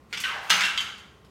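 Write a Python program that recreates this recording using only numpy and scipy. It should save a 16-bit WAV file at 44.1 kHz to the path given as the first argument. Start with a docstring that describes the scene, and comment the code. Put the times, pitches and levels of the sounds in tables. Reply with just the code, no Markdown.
"""A plastic toy launcher is cocked and fired in a bare, echoing room.
Its catch clacks and its shell rings at each stop. The plunger rubs out and back in a tube,
so the hollow note of the air inside falls and rises. The plastic scuffs lightly before a catch
lets go, and the shot leaves a low note ringing. Faint room noise and hum lie underneath;
one microphone hears it all."""
import sys
import numpy as np
from scipy import signal
from scipy.fft import rfft, irfft
from scipy.io import wavfile
from scipy.ndimage import uniform_filter1d

SR = 44100
rng = np.random.default_rng(int(sys.argv[2]) if len(sys.argv) > 2 else 0)


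def wrap_up_sound(samples):
    """Save the sound to the file named by the first command line argument, as 16-bit audio."""
    columns = np.atleast_2d(samples).T
    # keep every value between -1 and 1, then stretch to whole-number steps
    tamed = np.clip(columns, -1, 1)
    steps = np.round(tamed * 32767).astype(np.int16)
    wavfile.write(sys.argv[1], SR, steps)


N = 57330  # samples: 1.3 s


def amp(db):
    """Turns decibels into a number to multiply by."""
    return 10 ** (np.asarray(db) / 20)


def unit_rms(x):
    """Scales a sound to an average power of one."""
    return x / np.sqrt(np.mean(x ** 2) + 1e-20)


def unit_energy(x):
    """Scales a sound to a total energy of one."""
    return x / np.sqrt(np.sum(x ** 2) + 1e-20)


def fade(t, fade_s):
    """Dies away by 60 dB in fade_s seconds."""
    return np.exp(-np.log(1000) * t / fade_s)


def look_up(table, hz):
    """Reads between a table's rows, with octaves evenly spaced."""
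    row_hz, value = np.transpose(table)
    return np.interp(np.log(hz + 1), np.log(row_hz + 1), value)


def add(mix, start_s, sound):
    """Lays a sound into the mix."""
    part = mix[round(start_s * SR):][:len(sound)]
    part += sound[:len(part)]


def colour(x, *tables, size=2048):
    """Shapes a sound's tone with tables of f/Hz, gain/dB."""
    hz = abs(np.fft.fftfreq(size, 1 / SR))
    log_gain = np.log(amp(sum(look_up(table, hz) for table in tables)))
    taps = np.fft.ifft(np.exp(np.conj(signal.hilbert(log_gain)))).real  # never rings ahead of the sound
    return signal.fftconvolve(x, taps)[:len(x)]


# Tone of the room noise: f/Hz, relative level/dB
NOISE_COLOUR = [(15, -28), (25, -23), (70, -2), (212, -2), (285, -8), (439, -7.5), (714, -14), (1040, -16),
                (1190, -13.5), (1740, -24), (1890, -17), (2050, -22.5), (10400, -38), (11300, -39),
                (16000, -42)]
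# Steady notes of the hum: f/Hz, level/dB
HUM_NOTES = [(64.6, -65), (431, -70), (1066, -70.5)]

def background(noise_db=-55.5):
    """Soft, low room noise with a faint hum."""
    t = np.arange(N) / SR
    gain = amp(look_up(NOISE_COLOUR, np.fft.rfftfreq(N, 1 / SR)))
    noise = irfft(rfft(rng.standard_normal(N)) * gain, N)
    hum = sum(amp(db) * unit_rms(np.sin(2 * np.pi * (hz * t + rng.random()))) for hz, db in HUM_NOTES)
    return amp(noise_db) * unit_rms(noise) + hum


# How long the room's echo takes to fade by 60 dB: f/Hz, fade time/s
ECHO_FADES = [(150, 1), (700, 0.97), (1500, 0.76), (3000, 0.64), (6000, 0.64), (10000, 0.56), (15500, 0.46)]

def room(x, direct_db=-8, early_db=-5.5, tail_db=-5):
    """The direct sound, quick echoes from nearby surfaces and a long tail, new for each sound."""
    t = np.arange(SR) / SR
    hz, frame_s, spectrum = signal.stft(rng.standard_normal(SR), SR, nperseg=256)
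    fading = amp(-60 * frame_s / look_up(ECHO_FADES, hz)[:, None])
    tail = signal.istft(spectrum * fading, SR, nperseg=256)[1][:SR]
    early = rng.standard_normal(SR) * fade(t, fade_s=0.15)
    echoes = amp(early_db) * unit_energy(early) + amp(tail_db) * unit_energy(tail)
    response = np.zeros(SR)
    response[0] = amp(direct_db)
    add(response, start_s=0.0015, sound=echoes)
    return signal.fftconvolve(x, response)


# Light rubs of the plastic: t/s, length/s, level before the room/dB
SCUFFS = [(0.087, 0.058, -55), (0.408, .088, -46.5)]
# Tone of those rubs: f/Hz, relative level/dB
SCUFF_COLOUR = [(200, -19), (1500, 4), (3000, 1), (6000, -6), (10000, -11), (15500, -16)]

def scuff(length_s, level_db, rise_s=0.02):
    """Plastic rubs with a faint, bright hiss before a catch lets go."""
    t = np.arange(0, length_s, 1 / SR)
    hiss = unit_rms(colour(rng.standard_normal(N), SCUFF_COLOUR))[:len(t)]
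    return amp(level_db) * np.minimum(t / rise_s, 1) * hiss


def thump(hz=183.1, level_db=-44.5):
    """The shot sets one low note ringing."""
    t = np.arange(SR) / SR
    return amp(level_db) * np.sin(2 * np.pi * hz * t) * fade(t, fade_s=1)


def resonate(x, hz, width_hz):
    """Filters a sound twice, keeping what lies near the gliding pitch hz."""
    turn = np.exp(2j * np.pi * np.cumsum(hz) / SR)
    feedback = np.exp(-np.pi * width_hz / SR)
    for _ in range(2):
        x = 2 * (turn * signal.lfilter([1 - feedback], [1, -feedback], x / turn)).real
    return x


# Tone of the plastic shell, rubbed or struck: f/Hz, relative level/dB
SHELL_COLOUR = [(60, -25), (180, -7), (330, -15.5), (520, -19), (900, -11.5), (1350, -5), (2100, 1),
                (3100, 2.5), (4500, -8.5), (6300, -14), (9000, -25), (15500, -36)]
# Notes of the air in the tube: multiple of the lowest note, half the filter width/Hz, relative level/dB
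TUBE_NOTES = [(1.0, 206, 3), (1.85, 258, 1), (3.1, 430, -31)]
# Plunger strokes (out, back, settling), a list each: t/s, level before the room/dB, lowest note f/Hz
PLUNGER_STROKES = [
    [(.240, -23, 1610), (.275, -28, 1426), (.305, -32.5, 1100), (.345, -33.5, 823), (.385, -35, 865),
     (.43, -45.5, 896), (.49, -37, 1530)],
    [(.525, -35, 860), (.555, -33.5, 930), (.58, -27, 1180), (.61, -25.5, 1414), (.645, -38, 1656),
     (.668, -30, 1560)],
    [(.815, -35.5, 1290), (.855, -47, 1389), (.90, -69, 1470), (.935, -49, 1540), (.96, -62, 1510)],
]

def plunger(stroke, grain_s=0.0047, grain_db=0.5, scrape_db=-11):
    """Grainy rubbing sounds the shell and the tube's air; the longer the air column, the lower its note."""
    times, levels_db, notes_hz = np.transpose(stroke)
    t = np.arange(N) / SR
    grain = unit_rms(uniform_filter1d(rng.standard_normal(N), int(grain_s * SR)))
    rub = rng.standard_normal(N) * amp(grain_db * grain)
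    note_hz = np.interp(t, times, notes_hz)
    air = sum(amp(db) * unit_rms(resonate(rub, multiple * note_hz, 2 * half_width))
              for multiple, half_width, db in TUBE_NOTES)
    scrape = amp(scrape_db) * unit_rms(colour(rub, SHELL_COLOUR))
    level = amp(np.interp(t, times, levels_db)) * (t > times[0]) * (t < times[-1])
    return level * (unit_rms(air) + scrape)


# Knocks on the plastic: t/s, base level/dB, treble boost/dB, bass boost/dB, contact fade/s,
# ring relative to the base level/dB, low ring f/Hz, high ring f/Hz
KNOCKS = [ (0.1276, -23.5, 0.5, -1, 0.009, -10, 1417, 2836), (0.1734, -29.5, 9, 4, 0.0021, -9, 1550, 2940),
          (0.2022, -32.5, 22.5, 0, 0.0041, -5.5, 1550, 2933),
          (0.2378, -22, -19, -11, 0.0017, -11, 1494, 3020), (0.278, -29.5, -26, 8, 0.0062, -15, 1474, 2950),
          (0.497, -24, 14, 0, 0.0047, -5, 1402, 3077), (0.5025, -11, 8, -4.5, 0.0034, -6, 1325, 2883),
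          (0.5091, -22, -2.5, -14, 0.0022, -13.5, 1365, 3097),
          (0.5380, -19, 6.5, -10.5, 0.00036, -5, 1590, 2825),
          (0.608, -16.5, 6.5, -24, 0.0022, -26, 1570, 2910),
          (0.6360, -21.5, 4, 2.5, 0.0022, 4.5, 1559, 2727),
          (0.6512, -25.5, 7.5, -3.5, 0.0021, -0.5, 1610, 2945),
          (0.7765, -19, 2, -6, 0.0014, -13, 1450, 3090), (0.807, -35.5, 15, 1, 0.00044, -28, 1500, 2996),
          (0.9800, -55.5, 21, 5, 0.0041, -13, 1500, 2880), (1.248, -60, 19, 22, 0.0018, -14, 1120, 2870)]

def clack(level_db, treble_db, bass_db, contact_s, ring_db, low_hz, high_hz):
    """Plastic parts chatter briefly as they meet, and two hollow notes of the shell ring on."""
    t = np.arange(SR // 8) / SR
    contact = np.exp(-t / contact_s)
    chatter = rng.standard_normal(len(t)) * contact
    crack = unit_energy(colour(chatter, SHELL_COLOUR))
    crack = colour(crack, [(3030, 0), (9350, treble_db)], [(560, bass_db), (1290, 0)])
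    swell = 1 - contact  # the ring builds as the chatter dies
    low = unit_energy(np.sin(2 * np.pi * low_hz * t) * swell * fade(t, fade_s=0.056))
    high = unit_energy(np.sin(2 * np.pi * high_hz * t) * swell * fade(t, fade_s=0.061))
    ring = amp(ring_db) * unit_energy(low + amp(4) * high)
    strength = amp(level_db) * np.sqrt(0.01 * SR)  # as much energy as 10 ms at the base level
    return strength * (crack + ring)


def scene():
    """All sounds of the toy in the room, the same in both channels."""
    mix = background()
    add(mix, start_s=0.503, sound=thump())
    for stroke in PLUNGER_STROKES:
        add(mix, 0, room(plunger(stroke)))
    for start_s, *knock in KNOCKS:
        add(mix, start_s, room(clack(*knock)))
    for start_s, length_s, level_db in SCUFFS:
        add(mix, start_s, room(scuff(length_s, level_db)))
    return np.array([mix, mix])


def record(dry, low_cut_hz=38, high_cut_hz=16000):
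    """The microphone loses the deepest bass; then the highest treble is cut off."""
    bass_cut = signal.butter(4, low_cut_hz, "high", fs=SR, output="sos")
    treble_cut = signal.firwin(511, high_cut_hz, window=("kaiser", 9), fs=SR)
    return signal.oaconvolve(signal.sosfilt(bass_cut, dry), treble_cut[None], "same")


dry = scene()
out = record(dry)
wrap_up_sound(out)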